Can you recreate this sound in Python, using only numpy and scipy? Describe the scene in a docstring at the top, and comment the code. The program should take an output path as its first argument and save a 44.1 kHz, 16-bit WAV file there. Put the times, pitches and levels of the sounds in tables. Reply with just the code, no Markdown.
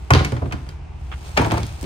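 """On a driveway, a hollow plastic wheelie bin is set down: it booms, clatters and rocks to rest.
Its lid is unlatched, flung open, slaps and bounces, and a bin bag rustles as it is lifted out.
Each impact excites damped modes: low in the hollow body, higher in the walls and rims.
The ground, a truck and house fronts scatter the knocks. Underneath, the idling truck's
firing pulses drive the resonances of its exhaust, over a wash of fan and distant traffic."""
import sys
import numpy as np
from scipy import signal
from scipy.fft import rfft, irfft
from scipy.io import wavfile
from scipy.ndimage import uniform_filter1d

SR = 44100
rng = np.random.default_rng(int(sys.argv[2]) if len(sys.argv) > 2 else 0)


def transcribe(signal):
    """Save signal, clipped to [-1, 1], as a 16-bit WAV file at the path in sys.argv[1]."""
    frames = np.atleast_2d(signal).T
    limited = np.clip(frames, -1, 1)
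    pcm = np.round(limited * 32767).astype(np.int16)
    wavfile.write(sys.argv[1], SR, pcm)


N = 81585
TOP_HZ = 16000


def undb(db):
    """Amplitude ratio of a level in decibels."""
    return 10 ** (np.asarray(db) / 20)


def unit(x):
    """Normalisation to an rms of 1."""
    return x / np.sqrt(np.mean(x ** 2) + 1e-20)


def at(table, hz, column=1):
    """Interpolation of a table column along log frequency."""
    rows = np.array(table, float)
    return np.interp(np.log(np.maximum(hz, 1)), np.log(rows[:, 0]), rows[:, column])


def colour(x, spectrum):
    """Zero-phase filtering by a curve of (frequency [Hz], gain [dB])."""
    return irfft(rfft(x) * undb(at(spectrum, np.fft.rfftfreq(N, 1 / SR))), N)


def decay(t, t60):
    """Exponential damping: 60 dB in t60 seconds."""
    return np.exp(-np.log(1000) * t / max(t60, 1e-3))


def add(out, start, x):
    """Superposition of x onto out from a start time in seconds."""
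    i = int(np.clip(start * SR, 0, N - 1))
    size = min(x.shape[-1], N - i)
    out[..., i:i + size] += x[..., :size]


def stereo(x, lag_s=0.0002664):
    """Path difference: sound reaches the right microphone slightly later."""
    delay = np.exp(-2j * np.pi * np.fft.rfftfreq(N, 1 / SR) * lag_s)
    return np.array([x, irfft(rfft(x) * delay, N)])


def ring(modes, t, pitch=1):
    """Modal impulse response: a sum of damped sinusoids."""
    return sum(undb(db) * np.sin(2 * np.pi * hz * pitch * t) * decay(t, t60) for hz, db, t60 in modes)


def opposed_ring(modes, t, pitch=1):
    """Interference: neighbouring modes start in antiphase, so their sum builds up and beats."""
    return sum((-1) ** k * ring([mode], t, pitch) for k, mode in enumerate(modes))


# spectrum of fan and traffic (frequency [Hz], relative level [dB])
WASH_SPECTRUM = [(40, 6.5), (150, 7.5), (250, 1.5), (360, 4.5), (520, -9), (820, 0.5), (1300, -10.5),
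                 (2600, -11.5), (4000, -24), (8000, -24), (12000, -50.5), (16000, -56)]


def fan_and_traffic(level_db=-44.5):
    """Partly coherent noise: the engine fan and far traffic merge into a steady, wide wash."""
    noise = colour(rng.standard_normal((3, N)), WASH_SPECTRUM)
    return undb(level_db) * unit(0.61 * noise[0] + noise[1:])


# eight cylinders in firing order (relative level [dB])
CYLINDER_DB = [6, 0, 1.5, 4, 3, 6.5, 1.5, 1]
# exhaust pipe and body resonances (frequency [Hz], level [dB], T60 [s])
PIPE_MODES = [(40.3, -4.5, 0.11), (64.5, -1, 0.59), (80.3, -1.5, 0.24), (120.8, -6.5, .16),
              (150.3, -5.5, 0.2)]
# exhaust response (frequency [Hz], gain [dB])
EXHAUST_RESPONSE = [(20, -30), (38, -1.5), (50, 13), (80, -1.5), (100, 1.5), (155, -1), (200, -6),
                    (400, -14), (1500, -38)]


def idling_truck(firing_hz=40.23, jitter_s=0.00092, scatter_db=2, level_db=-32.5):
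    """Source and filter: a train of uneven firing pulses drives the exhaust resonances."""
    pulses = np.zeros(N)
    for k, (late, size) in enumerate(rng.standard_normal((int(N / SR * firing_hz), 2))):
        pulse_db = CYLINDER_DB[k % len(CYLINDER_DB)] + scatter_db * size
        add(pulses, (k + .5) / firing_hz + jitter_s * late, undb([pulse_db]))
    pipe = opposed_ring(PIPE_MODES, np.arange(N) / SR)
    exhaust = irfft(rfft(pulses) * rfft(pipe), N)
    return undb(level_db) * unit(colour(exhaust, EXHAUST_RESPONSE))


# envelope of the rustle (time [s], level [dB])
RUSTLE_ENVELOPE = [(0, -58), (.6, -57.5), (.72, -60), (.8, -85), (1.029, -61.5), (1.18, -53.5), (1.24, -50),
                   (1.27, -45.5), (1.33, -49), (1.37, -45), (1.6, -46), (1.7, -48.5), (1.78, -49.5),
                   (1.85, -49)]
# spectrum of the film (frequency [Hz], relative level [dB])
FILM_SPECTRUM = [(300, 7), (900, 9.5), (2500, 4.5), (5000, 1.5), (9000, 4), (11500, -24.5), (14500, -1.5),
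                 (16000, -36)]


def bin_bag(crinkles_per_s=5000, scatter_db=2.5):
    """Shot noise: dense, random crinkles of thin plastic film fuse into a rustle."""
    occurs = rng.random((3, N)) < crinkles_per_s / SR
    crinkles = occurs * rng.standard_normal((3, N))
    crinkles *= undb(scatter_db * rng.exponential(size=(3, N)).clip(0, 6))
    film = unit(colour(crinkles, FILM_SPECTRUM))
    envelope = undb(np.interp(np.arange(N) / SR, *np.array(RUSTLE_ENVELOPE).T))
    return (stereo(film[0]) + 1.2 * film[1:]) * envelope


# clicks of the latch (time [s], level [dB])
LATCH_CLICKS = [(1.1155, -31.5), (1.124, -34.5), (1.135, -39.5)]
# their spectrum (frequency [Hz], relative level [dB])
LATCH_SPECTRUM = [(300, -10), (800, -1), (1600, 1), (2300, -3), (3200, -2), (4000, -18.5), (9000, -31),
                  (15000, -49)]


def latch(t60=0.071):
    """Broadband transients: damped bursts of noise as the lid comes free."""
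    envelope, t = np.zeros(N), np.arange(SR // 2) / SR
    for start, db in LATCH_CLICKS:
        add(envelope, start, undb(db) * decay(t, t60))
    noise = unit(colour(rng.standard_normal((3, N)), LATCH_SPECTRUM))
    return envelope * (0.35 * noise[0] + 0.79 * noise[1:])


# strikes on rims and handles (time [s], frequency [Hz], level [dB], T60 [s])
RIM_STRIKES = [(0.1050, 2517, -18.5, .05), (0.1051, 1480, -10, 0.055), (0.1063, 1060, -7.5, 0.052),
               (0.1365, 4200, -21, 0.0081), (0.1368, 5100, -20, 0.014), (0.2465, 2240, -23, 0.097),
               (0.5228, 2500, -25.5, 0.047), (0.6895, 4790, -40.5, 0.039), (1.373, 2383, -13, 0.06),
               (1.3755, 861, -12, 0.063)]
# partials of a rim (frequency ratio, relative level [dB])
RIM_PARTIALS = [(1, 1.5), (1.17, -9.5), (2.1, -16.5), (2.95, -28)]


def rim_pings(attack_cycles=0.4):
    """Inharmonic vibration: stiff rims and handles ping, and higher partials are damped sooner."""
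    out, t = np.zeros(N), np.arange(SR // 4) / SR
    for start, hz, db, t60 in RIM_STRIKES:
        partials = [(hz * ratio, db + partial_db, t60 / np.sqrt(ratio))
                    for ratio, partial_db in RIM_PARTIALS if hz * ratio < TOP_HZ / 2]
        add(out, start, ring(partials, t) * (1 - np.exp(-t * hz / attack_cycles)))
    return stereo(out)


# centres of a blow's thud, knock, crack and tick (frequency [Hz])
BLOW_HZ = [250, 950, 3800, 9000]
# response of struck plastic (frequency [Hz], gain [dB])
PLASTIC_RESPONSE = [(110, -8.5), (250, -5), (480, -1.5), (900, -0.5), (1400, 2.5), (1900, 5), (2700, 1),
                    (4200, -1), (6500, 6), (9000, 4), (12000, -6), (15000, -3)]
# decay of its dense modes (frequency [Hz], T60 [s])
PLASTIC_T60 = [(150, 0.14), (900, 0.033), (4000, 0.024), (12000, 0.021)]
# scatter from ground, truck and house fronts (frequency [Hz], level [dB], T60 [s])
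SCATTER = [(147, -23.5, 0.5), (905, -14, 0.41), (3960, -16, .42), (12000, -22.5, 0.5)]


def clatter(blows, attack_s=0.00065, scatter_onset_s=0.003):
    """Modal overlap: dense plastic modes ring as noise, treble first; scattering adds a longer tail."""
    t, freqs = np.arange(SR // 2) / SR, np.fft.rfftfreq(N, 1 / SR)
    noise = rfft(rng.standard_normal((5, N)))
    direct, diffuse = np.zeros((3, N)), np.zeros((2, N))
    for hz in 125 * 2 ** (np.arange(15) / 2):  # half-octave steps
        octaves_off = np.clip(np.log2((freqs + 1) / hz), -.5, .5)
        band = irfft(noise * np.cos(np.pi * octaves_off) ** 2, N)
        local_power = uniform_filter1d(band ** 2, int(6 * SR / hz) + 150, axis=-1)
        band /= np.sqrt(local_power + 1e-12)  # steadied, so the blows set the envelope
        far = undb(at(SCATTER, hz)) * (1 - np.exp(-(t / scatter_onset_s) ** 2))
        far *= decay(t, at(SCATTER, hz, column=2))
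        power = np.zeros((2, N))  # direct and scattered; incoherent blows add in power
        for start, *levels, length in blows:
            rise_s = (attack_s + 1 / hz) * length ** 1.13  # longer blows start more softly
            near = (1 - np.exp(-(t / rise_s) ** 2)) * decay(t, length * at(PLASTIC_T60, hz))
            force = list(zip(BLOW_HZ, levels))
            gain = undb(at(force, hz) + at(PLASTIC_RESPONSE, hz))
            add(power, start, (gain * np.array([near, far])) ** 2)
        direct += band[:3] * np.sqrt(power[0])
        diffuse += (band[3:] + .5 * band[0]) * np.sqrt(power[1])
    return stereo(direct[0]) + direct[1:] + diffuse


def walls(blows, modes, gain_db, detune=0.0024, scatter_db=2):
    """Modal excitation: each point of contact weights the few long-ringing wall modes anew."""
    out, t = np.zeros(N), np.arange(SR // 2) / SR
    for start, *levels, _ in blows:
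        force = list(zip(BLOW_HZ, levels))
        draws = rng.standard_normal((len(modes), 2))
        struck = [(hz * (1 + detune * shift), db + at(force, hz) + scatter_db * weight, t60)
                  for (hz, db, t60), (shift, weight) in zip(modes, draws)]
        add(out, start, undb(gain_db) * ring(struck, t))
    return stereo(out)


def boom(pushes, modes, swell_s):
    """Resonance: soft pushes swell the low modes of a body."""
    out, t = np.zeros(N), np.arange(SR) / SR
    for start, db, pitch in pushes:
        add(out, start, undb(db) * (1 - np.exp(-t / swell_s)) * opposed_ring(modes, t, pitch))
    return stereo(out)


# blows on the lid (time [s], thud [dB], knock [dB], crack [dB], tick [dB], length factor)
LID_BLOWS = [(1.366, -56, -28, -31, -45, 3.8), (1.374, -24, -15, -21.5, -28, 1),
             (1.393, -20, -24, -44, -43, 1.06), (1.414, -27.5, -20, -55, -37, 1.7),
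             (1.4435, -35, -32, -37.5, -46, 2.1), (1.460, -25.5, -28.5, -61, -40.5, 1.5),
             (1.502, -35, -29, -44, -63, 0.74), (1.510, -43, -35.5, -25.5, -48, 0.47),
             (1.517, -27.5, -20.5, -35.5, -34.5, 1.04), (1.537, -30, -29.5, -54, -43, 1.8),
             (1.570, -31, -30.5, -44.5, -45, 2.16), (1.579, -51, -47, -36.5, -39, 0.76),
             (1.631, -28, -55, -33, -42, 0.8), (1.666, -50, -63, -49, -37.5, 0.44),
             (1.812, -59, -53, -42.5, -34, 0.17), (1.828, -30.5, -46, -50, -36, 0.77),
             (1.838, -23, -49, -43, -65, 2)]
# pushes that flex it (time [s], level [dB], pitch factor)
LID_PUSHES = [(1.378, -25.5, 0.87), (1.394, -18.5, 0.97), (1.458, -32.5, 0.92), (1.522, -21.5, 0.96)]
# its wall modes and low flexing modes (frequency [Hz], level [dB], T60 [s])
LID_WALL_MODES = [(572, -18, .4), (703, 1, 0.3), (810, 5.5, 0.29), (888, 13.5, 0.14), (960, 3.5, 0.26),
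                  (1170, -20, .3), (2126, -21, .3), (2530, 1, 0.48)]
LID_FLEX_MODES = [(62, -15, .4), (84.14, -4.5, 0.66), (113.05, -2, 1), (149.4, -5, 0.7), (176, -6.5, 0.42),
                  (256, 2.5, 0.1), (344.8, -1.5, 0.29)]


def flung_lid():
    """Plate vibration: the lid rings and flexes as it slaps and bounces."""
    knocks = clatter(LID_BLOWS) + walls(LID_BLOWS, LID_WALL_MODES, gain_db=-14.5)
    return knocks + boom(LID_PUSHES, LID_FLEX_MODES, swell_s=0.003)


# blows on the bin (time [s], thud [dB], knock [dB], crack [dB], tick [dB], length factor)
BIN_BLOWS = [(0.1048, -25, -12.5, -28, -25.5, 1.04), (0.136, -13.5, -30, -12.5, -29, 0.44),
             (0.148, -17, -18, -25, -42, 0.83), (0.1895, -39, -36, -29.5, -56, 1.5),
             (0.206, -22, -25.5, -52, -65, 0.73), (0.246, -29, -37.5, -31.5, -34, 1.45),
             (0.3195, -22.5, -32, -43.5, -45, 1.3), (0.364, -44, -37.5, -48.5, -59, 2.1),
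             (0.417, -29.5, -33, -67, -78, 2.6), (0.456, -31, -40, -55.5, -68, 1.4),
             (0.510, -50, -38.5, -50, -76, 1.5), (0.5215, -45, -33, -39, -44.5, 2.03),
             (0.534, -19, -63, -68, -73, 0.59), (0.664, -47, -49, -57, -69, 1),
             (0.689, -48, -48, -45.5, -48.5, 0.83)]
# pushes that set its hollow booming (time [s], level [dB], pitch factor)
BIN_PUSHES = [(0.1095, -6, 0.98), (0.156, -12, 0.99), (0.207, -33, 1), (0.322, -15.5, 0.95),
              (0.417, -18.5, .9), (0.527, -26.5, 0.9)]
# modes of its walls and of its hollow (frequency [Hz], level [dB], T60 [s])
BIN_WALL_MODES = [(427, -5.5, 0.39), (540, -5, .28), (697, 1, 0.37), (758, -0.5, 0.39), (930, 0, .22),
                  (1040, 0, 0.4), (1160, -21, .22), (1445, 7.5, 0.23), (2130, -22, .25), (2745, -10, 0.2),
                  (3133, 1, 0.2), (3890, -4.5, 0.2)]
BIN_HOLLOW_MODES = [(63, -17, 0.96), (86.8, -3.5, 0.4), (126.76, -1.5, 0.38), (151.1, -14, 1),
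                    (295.5, -16.5, 0.52), (354.3, -19.5, 0.51)]


def wheelie_bin():
    """Shell and cavity resonance: the walls knock and the hollow booms as the bin rocks to rest."""
    knocks = clatter(BIN_BLOWS) + walls(BIN_BLOWS, BIN_WALL_MODES, gain_db=-12)
    return knocks + boom(BIN_PUSHES, BIN_HOLLOW_MODES, swell_s=0.0031)


def scene():
    """Linear superposition: bin, lid and bag sound over the idling truck and the wash."""
    body, lid = wheelie_bin(), flung_lid()
    slightly_right = undb([[-0.4], [0.4]])
    foreground = slightly_right * (body + latch()) + lid + bin_bag() + rim_pings()
    return foreground + idling_truck() + fan_and_traffic()


# microphone response (frequency [Hz], gain [dB])
MICROPHONE_RESPONSE = [(1500, 1), (1850, -1.5), (2300, 1), (5000, 1), (7000, -3), (7700, -8), (8400, -1.5),
                       (10000, -0.5), (11800, -27), (13200, 4), (16000, -9.5)]


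def record(dry, ceiling=0.97):
    """Filtering and saturation: the microphone colours the treble, peaks are rounded, the top is cut."""
    heard = colour(dry, MICROPHONE_RESPONSE)
    rounded = heard / (1 + (heard / ceiling) ** 6) ** (1 / 6)
    lowpass = signal.ellip(8, .2, 70, TOP_HZ, fs=SR, output="sos")
    return signal.sosfilt(lowpass, rounded)


dry = scene()
out = record(dry)
transcribe(out)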